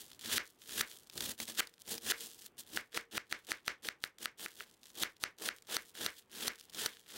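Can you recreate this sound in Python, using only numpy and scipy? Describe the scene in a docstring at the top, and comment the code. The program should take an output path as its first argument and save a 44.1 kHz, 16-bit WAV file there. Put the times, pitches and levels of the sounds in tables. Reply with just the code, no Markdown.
"""Shredding cabbage on a wooden board

Leaf cells fracture as a kitchen knife sinks through them, and most strokes end in a knock on the wood.
The jerks of the cut drive the board's low modes; loose shreds rustle and snap in between.
The kitchen answers with a short reverberation, over a faint hush and mains hum."""
import sys
import numpy as np
from scipy import signal
from scipy.fft import rfft, irfft
from scipy.io import wavfile
from scipy.ndimage import uniform_filter1d

SR = 44100
rng = np.random.default_rng(int(sys.argv[2]) if len(sys.argv) > 2 else 0)


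def unload_wav(signal):
    """Save mono or channel-first audio to the path in sys.argv[1] as 16-bit WAV at rate SR, clipped to [-1, 1]."""
    wavfile.write(
        sys.argv[1],
        SR,
        np.round(np.clip(np.atleast_2d(signal).T, -1, 1) * 32767).astype(np.int16),
    )


N = 316197

# the edge lands on the wood: t/s, relative level/dB, blade against wood/dB, echo share/dB
LANDINGS = [(0.3794, -19.5, -6, 9.5), (0.809, -20, -5.5, 7.5), (1.6037, -24, -24, 9),
            (2.119, -22.5, -8.5, 8.5), (2.7725, -22, -14, 8.5), (2.9739, -22, -6.5, 6.5),
            (3.1778, -24.5, -10.5, 5), (3.3248, -21, -7, 6.5), (3.517, -20, -5, 4.5),
            (3.679, -16, -5.5, 5.5), (3.886, -22.5, -7.5, 3), (4.0381, -19, -3.5, 0),
            (4.2561, -24, -5.5, 4), (4.4603, -31, -14, 5.5), (4.6054, -34, -21, 4.5),
            (5.0333, -10.5, 6, -1), (5.237, -13.5, 3.5, 0.5), (5.4873, -22.5, -9.5, 7.5),
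            (5.7661, -12, 7, -4.5), (6.0619, -11, 8, -2), (6.4795, -12.5, 16, -0.5), (6.86, -10, 12, -8.5)]


def handling(bite_db=-65.5, still_db=-89.5, edge_s=0.0036, hop=32):
    """Incoherent sources add in power: strokes and swells sum to one level, the loudest sets the timbre."""
    # downward cuts: end t/s, length/s, end level/dB, swell exponent (1 = even), settling level/dB,
    # its fade/(dB/s), push on the board/dB, deep against hollow modes/dB, crispness/dB
    strokes = [(0.381, .19, -39, 1.66, -85, 200, -9, 10, -4),
               (0.816, 0.18, -40, 1.46, -71, 101, -12.5, 10, 3.5),
               (1.321, 0.21, -46.5, 3.2, -50, 500, -10.5, 21, 5.5),
               (1.431, 0.057, -41.5, 1.76, -51, 319, -12, 7, 6),
               (1.508, 0.051, -47, 1.5, -53, 166, -7.5, -2, 0.5),
               (1.605, 0.053, -33, 1.35, -63.5, 92, -12, 0, -1),
               (1.915, 0.074, -43, 0.82, -41.5, 206, -7.5, 8, 6.5),
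               (2.118, .13, -31, 0.86, -72, 93, -8.5, 3, 1),
               (2.775, 0.11, -39, 0.77, -53, 260, -12.5, 13, 6),
               (2.974, 0.056, -45, 0.99, -56.5, 376, -6.5, -9, -7),
               (3.179, 0.069, -46.5, 1.7, -79, 50, -4, -1, -5.5),
               (3.328, 0.034, -44.5, 0.82, -70, 17, -6.5, 1, -3),
               (3.521, 0.057, -46.5, 1.13, -65.5, 127, -6.5, -23, -4.5),
               (3.681, 0.028, -43.5, 0.42, -59.5, 302, -5, -10, 0),
               (3.89, 0.068, -49, 3.4, -68, 402, -6.5, -1, 1),
               (4.255, 0.073, -49.5, 1.7, -71, 353, -7, -1, -0.5),
               (4.461, .088, -47, 2.33, -61.5, 39, -11.5, -14, 3),
               (4.617, .065, -54, 0.81, -61.5, 112, -5.5, 7, 0),
               (5.032, 0.091, -39, 1.12, -57, 199, -7, -6, 1.5),
               (5.237, 0.039, -50, 1.2, -74, 144, -9, -2, 9), (5.488, 0.11, -44, 1.87, -82, 98, -7, -25, 2),
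               (5.77, 0.098, -46.5, 4.3, -59, 200, -9, -33, -3),
               (6.068, 0.13, -46, 2.9, -57, 200, -6, -9, -1),
               (6.485, .19, -43, 1.64, -63, 41, -7, -5, -0.5),
               (6.867, 0.15, -44, 2.16, -55.5, 105, -7, -17, -2.5),
               (7.19, 0.13, -47, 0.69, -60, 100, -4, -13, -3)]
    # brief swells of leaf noise: first a fading wash, the tail of a knock; then rustling shreds and
    # two short, faint cuts (2.59 s, 4.039 s): loudest t/s, level/dB, rise/(dB/s), fade/(dB/s)
    swells = [(0.001, -53.5, 107, 108), (0.47, -61, 206, 194), (0.63, -59, 372, 511),
              (0.926, -53.5, 132, 129), (1.813, -56.5, 900, 891), (2.226, -46.5, 213, 156),
              (2.467, -56.5, 51, 748), (2.59, -49.5, 1200, 330), (4.039, -54, 702, 450),
              (4.885, -60.5, 190, 256), (5.581, -61, 245, 577), (5.894, -61.5, 69, 500),
              (6.19, -59.5, 70, 398)]
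    t, layers = np.arange(0, N + hop, hop) / SR, []
    bites = [end - length for end, length, *_ in strokes[1:]] + [np.inf]
    for (end, length, end_db, swell, settle_db, fade, *timbre), next_bite in zip(strokes, bites):
        left = np.clip((end - t) / length, 0, 1)
        cut = (left < 1) * undb(end_db + (bite_db - end_db) * left ** swell)
        settle = (t < next_bite) * undb(settle_db - fade * np.abs(t - end))
        layers.append((np.where(t < end, cut, settle), timbre))
    for s, db, rise, fade in swells:
        envelope = undb(db - np.where(t < s, rise * (s - t), fade * (t - s)))
        layers.append((envelope, (-16, -10, 15)))  # light push, hollow, crisp
    power = np.array([gain for gain, _ in layers]) ** 2 + undb(still_db) ** 2 / len(layers)
    total = power.sum(axis=0)
    timbres = np.array([timbre for _, timbre in layers]).T @ power / total
    tracks = np.vstack([10 * np.log10(total), timbres])  # level, push, depth, crispness
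    tracks = uniform_filter1d(tracks, int(edge_s * SR / hop), axis=1)
    return [np.interp(np.arange(N) / SR, t, track) for track in tracks]


def crunch(level_db, crisp_db, faint_db=-65, dense_db=-45, faint_per_s=200, dense_per_s=5000):
    """Brittle fracture: cells burst faster under more effort, small ones ringing high, large ones low."""
    # spectrum of the breaking leaf: f/Hz, gain/dB
    leaf_spectrum = [(350, -26.5), (700, -22.5), (1700, -3), (2270, -9), (3160, 1), (5600, -4),
                     (9000, -4.5), (15100, -8), (16000, -3)]
    effort = np.clip((level_db - faint_db) / (dense_db - faint_db), 0, 1)
    rate = faint_per_s * (dense_per_s / faint_per_s) ** effort
    # each size of cell swells and fades on its own as the blade crosses ribs
    cells = sum(unit(ring(pops(rate / 3, 3.9), hz, 1.2 * hz)) * undb(3.3 * flicker(30))
                for hz in (1700, 7000, 12000))
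    squeak = unit(ring(pops(rate, 3.2), 3440, 430)) * undb(5 * flicker(15))
    tear = (0.7 + 0.5 * effort) * rng.standard_normal(N)
    fracture = unit(pops(rate, 4.3) + 1.08 * unit(cells) + 0.18 * squeak + tear)
    stick_slip = undb(3 * flicker(220))  # the blade grabs and slips from rib to rib
    dull, crisp = split(unit(colour(fracture * stick_slip, leaf_spectrum)), 3600)
    return (crisp + dull * undb(-crisp_db)) * undb(level_db + 5.5)


def knocks(delay_s=0.0008):
    """Impact excites damped modes of wood and blade; gives the direct sound and impulses for the room."""
    # wood below 3 kHz, blade above: f/Hz, level/dB, T60/s
    modes = [(1363, -7.5, 0.0099), (1642, 1.5, 0.0043), (2120, 2, 0.0027), (2766, -6.5, 0.0055),
             (4240, 5, 0.0019), (6020, -12.5, 0.0084), (9140, -5, 0.0028), (12020, -15, 0.0072)]
    direct, impulses, t = np.zeros(N), np.zeros(N), np.arange(1024) / SR
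    scatter = rng.standard_normal((len(LANDINGS), len(modes), 2)) * (1.5, 0.02)
    for (s, level_db, blade_db, echo_db), offsets in zip(LANDINGS, scatter):
        hit = 0
        for k, ((hz, db, t60), (scatter_db, detune)) in enumerate(zip(modes, offsets)):
            gain = (-1) ** k * undb(db + scatter_db + (blade_db if hz > 3000 else 0))
            hit = hit + gain * np.sin(2 * np.pi * hz * (1 + detune) * t) * 1000 ** (-t / t60)
        onset = s + delay_s  # the blow builds up a moment after first contact
        add(direct, onset, hit / np.max(np.abs(hit)) * undb(level_db + 5))
        impulses[int(onset * SR)] = undb(level_db + echo_db)
    return direct, impulses


def board(level_db, push_db, deep_db, bite_db=-55, growth=0.75):
    """Forced vibration: jerks of the cut drive the low modes of board and table."""
    # low modes: f/Hz, bandwidth/Hz, gain/dB
    modes = [(117, 94, -14.5), (231.2, 17, 5.5), (324.4, 40.5, 1), (411.7, 99, -5.5), (644, 630, -18.5)]
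    # the force grows more slowly once the blade bites; mere rustling hardly loads the wood
    force_db = level_db - (1 - growth) * np.maximum(level_db - bite_db, 0)
    force_db += np.minimum(level_db - bite_db, 0)
    jerks = pops(900, 2.3) * undb(force_db + push_db + 23)
    # a deep cut leans on the modes under 350 Hz, a hollow one on those above
    return sum(undb(db + deep_db * np.log2(350 / hz) / 2) * ring(jerks, hz, width_hz)
               for hz, width_hz, db in modes)


def snaps(decay_s=0.0021, ring_hz=4200):
    """Sudden fracture: a rib breaks in a tiny burst of cracks, strongest in the low treble."""
    # single ribs and shreds breaking: t/s, peak level/dB
    breaks = [(0.116, -40), (0.132, -42), (0.147, -45.5), (0.193, -38.5), (0.352, -31), (1.071, -46),
              (1.0983, -35), (1.177, -27), (1.2064, -22), (1.4014, -22), (1.488, -34), (1.6715, -35),
              (1.739, -44.5), (1.879, -33.5), (1.9797, -28.5), (4.8321, -43), (4.84, -46), (4.856, -41.5),
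              (4.902, -42.5), (5.1665, -50), (5.385, -43.5), (5.6225, -44.5), (5.67, -46), (6.61, -38),
              (6.697, -41), (6.747, -30.5)]
    out, t = np.zeros(N), np.arange(512) / SR
    for s, peak_db in breaks:
        cracks = rng.standard_normal(len(t)) * np.exp(-t / decay_s)
        burst = 0.29 * cracks + ring(cracks, ring_hz, 0.69 * ring_hz)
        add(out, s, burst / np.max(np.abs(burst)) * undb(peak_db))
    return out


def creaks(waver=0.051):
    """Friction: a thick rib groans along the blade in a short tone of rising, unsteady pitch."""
    # creaking ribs: t/s, length/s, start f/Hz, end f/Hz, peak level/dB
    groans = [(2.728, 0.04, 278, 352, -47.5), (2.938, 0.033, 435, 471, -47)]
    out = np.zeros(N)
    for s, length, from_hz, to_hz, db in groans:
        progress = np.linspace(0, 1, int(length * SR))
        wobble = np.interp(progress, np.linspace(0, 1, 16), rng.standard_normal(16))
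        hz = (from_hz + (to_hz - from_hz) * progress) * (1 + waver * wobble)
        add(out, s, undb(db) * np.sin(np.pi * progress) * np.sin(2 * np.pi * np.cumsum(hz) / SR))
    return out


def plate(vibration):
    """Sympathetic resonance: a plate on the same table rings on faintly."""
    return undb(2) * ring(vibration, hz=464, width_hz=3.9)


def room(impulses, leaves, rise_s=0.016, low_t60_s=0.15, high_t60_s=0.12):
    """Reverberation: reflections from walls and cupboards gather, then die quickly, treble first."""
    # the wood radiates its middle modes into the room best: f/Hz, gain/dB
    radiation = [(200, -18), (300, -10), (1000, -10.5), (1400, -1.5), (2100, 0), (3000, -10.5), (6000, -15),
                 (16000, -43)]
    radiated = colour(impulses, radiation) * undb(9.5) + leaves * undb(-26)
    t = np.arange(SR // 2) / SR
    low, high = split(rng.standard_normal(len(t)), 2800)
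    tail = low * 1000 ** (-t / low_t60_s) + high * 1000 ** (-t / high_t60_s)
    tail *= t ** 2 / (t ** 2 + rise_s ** 2)
    return signal.fftconvolve(radiated, tail / np.sqrt(np.sum(tail ** 2)))[:N]


def kitchen(hum_hz=100, dip_db=8, recovery_s=0.29):
    """Ambient noise: a faint hush with mains hum, whose level dips at every knock and creeps back."""
    # spectrum of the hush: f/Hz, gain/dB
    hush_spectrum = [(15, -47), (25, -2.5), (394, 2), (607, -5), (818, -5), (1130, -7), (3160, -14.5),
                     (3920, -30), (16000, -32.5)]
    t = np.arange(N) / SR
    since_knock = np.min([np.where(t >= s, t - s, np.inf) for s, *_ in LANDINGS], axis=0)
    hush = unit(colour(rng.standard_normal(N), hush_spectrum)) * undb(-68.5 + 1.2 * flicker(15))
    hum = undb(-84 + 1.5 * flicker(5)) * np.sin(2 * np.pi * hum_hz * t)
    return (hush + hum) * undb(-dip_db * np.exp(-since_knock / recovery_s))


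def pops(per_s, spread_db):
    """Poisson process: random clicks, a few far larger than most, of even mean power at any rate."""
    hit = rng.random(N) < per_s / SR
    size = undb(spread_db * np.minimum(rng.exponential(size=N), 4))
    polarity = np.sign(rng.random(N) - 0.5)
    return unit(hit * size * polarity / np.sqrt(per_s))


def flicker(per_s):
    """Random modulation: values held 1 / per_s seconds and slewed."""
    hold = int(SR / per_s)
    return uniform_filter1d(rng.standard_normal(N)[np.arange(N) // hold], hold)


def ring(x, hz, width_hz):
    """Second-order resonance, gain 1 at its centre."""
    return signal.lfilter(*signal.iirpeak(hz, hz / width_hz, SR), x)


def colour(x, points, size=2048):
    """Minimum-phase filter through (f/Hz, gain/dB) points, made by folding the cepstrum."""
    hz, db = np.transpose(points)
    grid = np.maximum(np.arange(size // 2 + 1) * SR / size, 1)
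    cepstrum = irfft(np.interp(np.log(grid), np.log(hz), db) * np.log(10) / 20)
    cepstrum[1:size // 2] *= 2
    cepstrum[size // 2 + 1:] = 0
    return signal.fftconvolve(x, irfft(np.exp(rfft(cepstrum))))[:len(x)]


def split(x, hz):
    """First-order crossover: the parts below and above a frequency."""
    low = signal.lfilter(*signal.butter(1, hz, fs=SR), x)
    return low, x - low


def add(out, s, sound):
    """Superposition: mix a short sound in at s seconds."""
    i = int(s * SR)
    out[i:i + len(sound)] += sound[:N - i]


def undb(db):
    """Decibels to amplitude ratio."""
    return 10 ** (np.asarray(db) / 20)


def unit(x):
    """Scale to rms 1."""
    return x / np.sqrt(np.mean(x ** 2))


def scene():
    """Superposition: direct sound, reverberation and background add in one channel."""
    level_db, push_db, deep_db, crisp_db = handling()
    leaves = crunch(level_db, crisp_db) + snaps()
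    direct, impulses = knocks()
    echo = room(impulses, leaves)
    vibration = board(level_db, push_db, deep_db) + creaks()
    return (leaves + direct + vibration + plate(vibration) + echo + kitchen())[None]


def record(dry, ceiling=0.099, top_hz=15800):
    """Soft saturation rounds the loudest peaks; a steep low-pass limits the bandwidth."""
    rounded = ceiling * np.tanh(dry / ceiling)
    return signal.sosfilt(signal.ellip(10, 0.2, 60, top_hz, fs=SR, output="sos"), rounded)


dry = scene()
out = record(dry)
unload_wav(out)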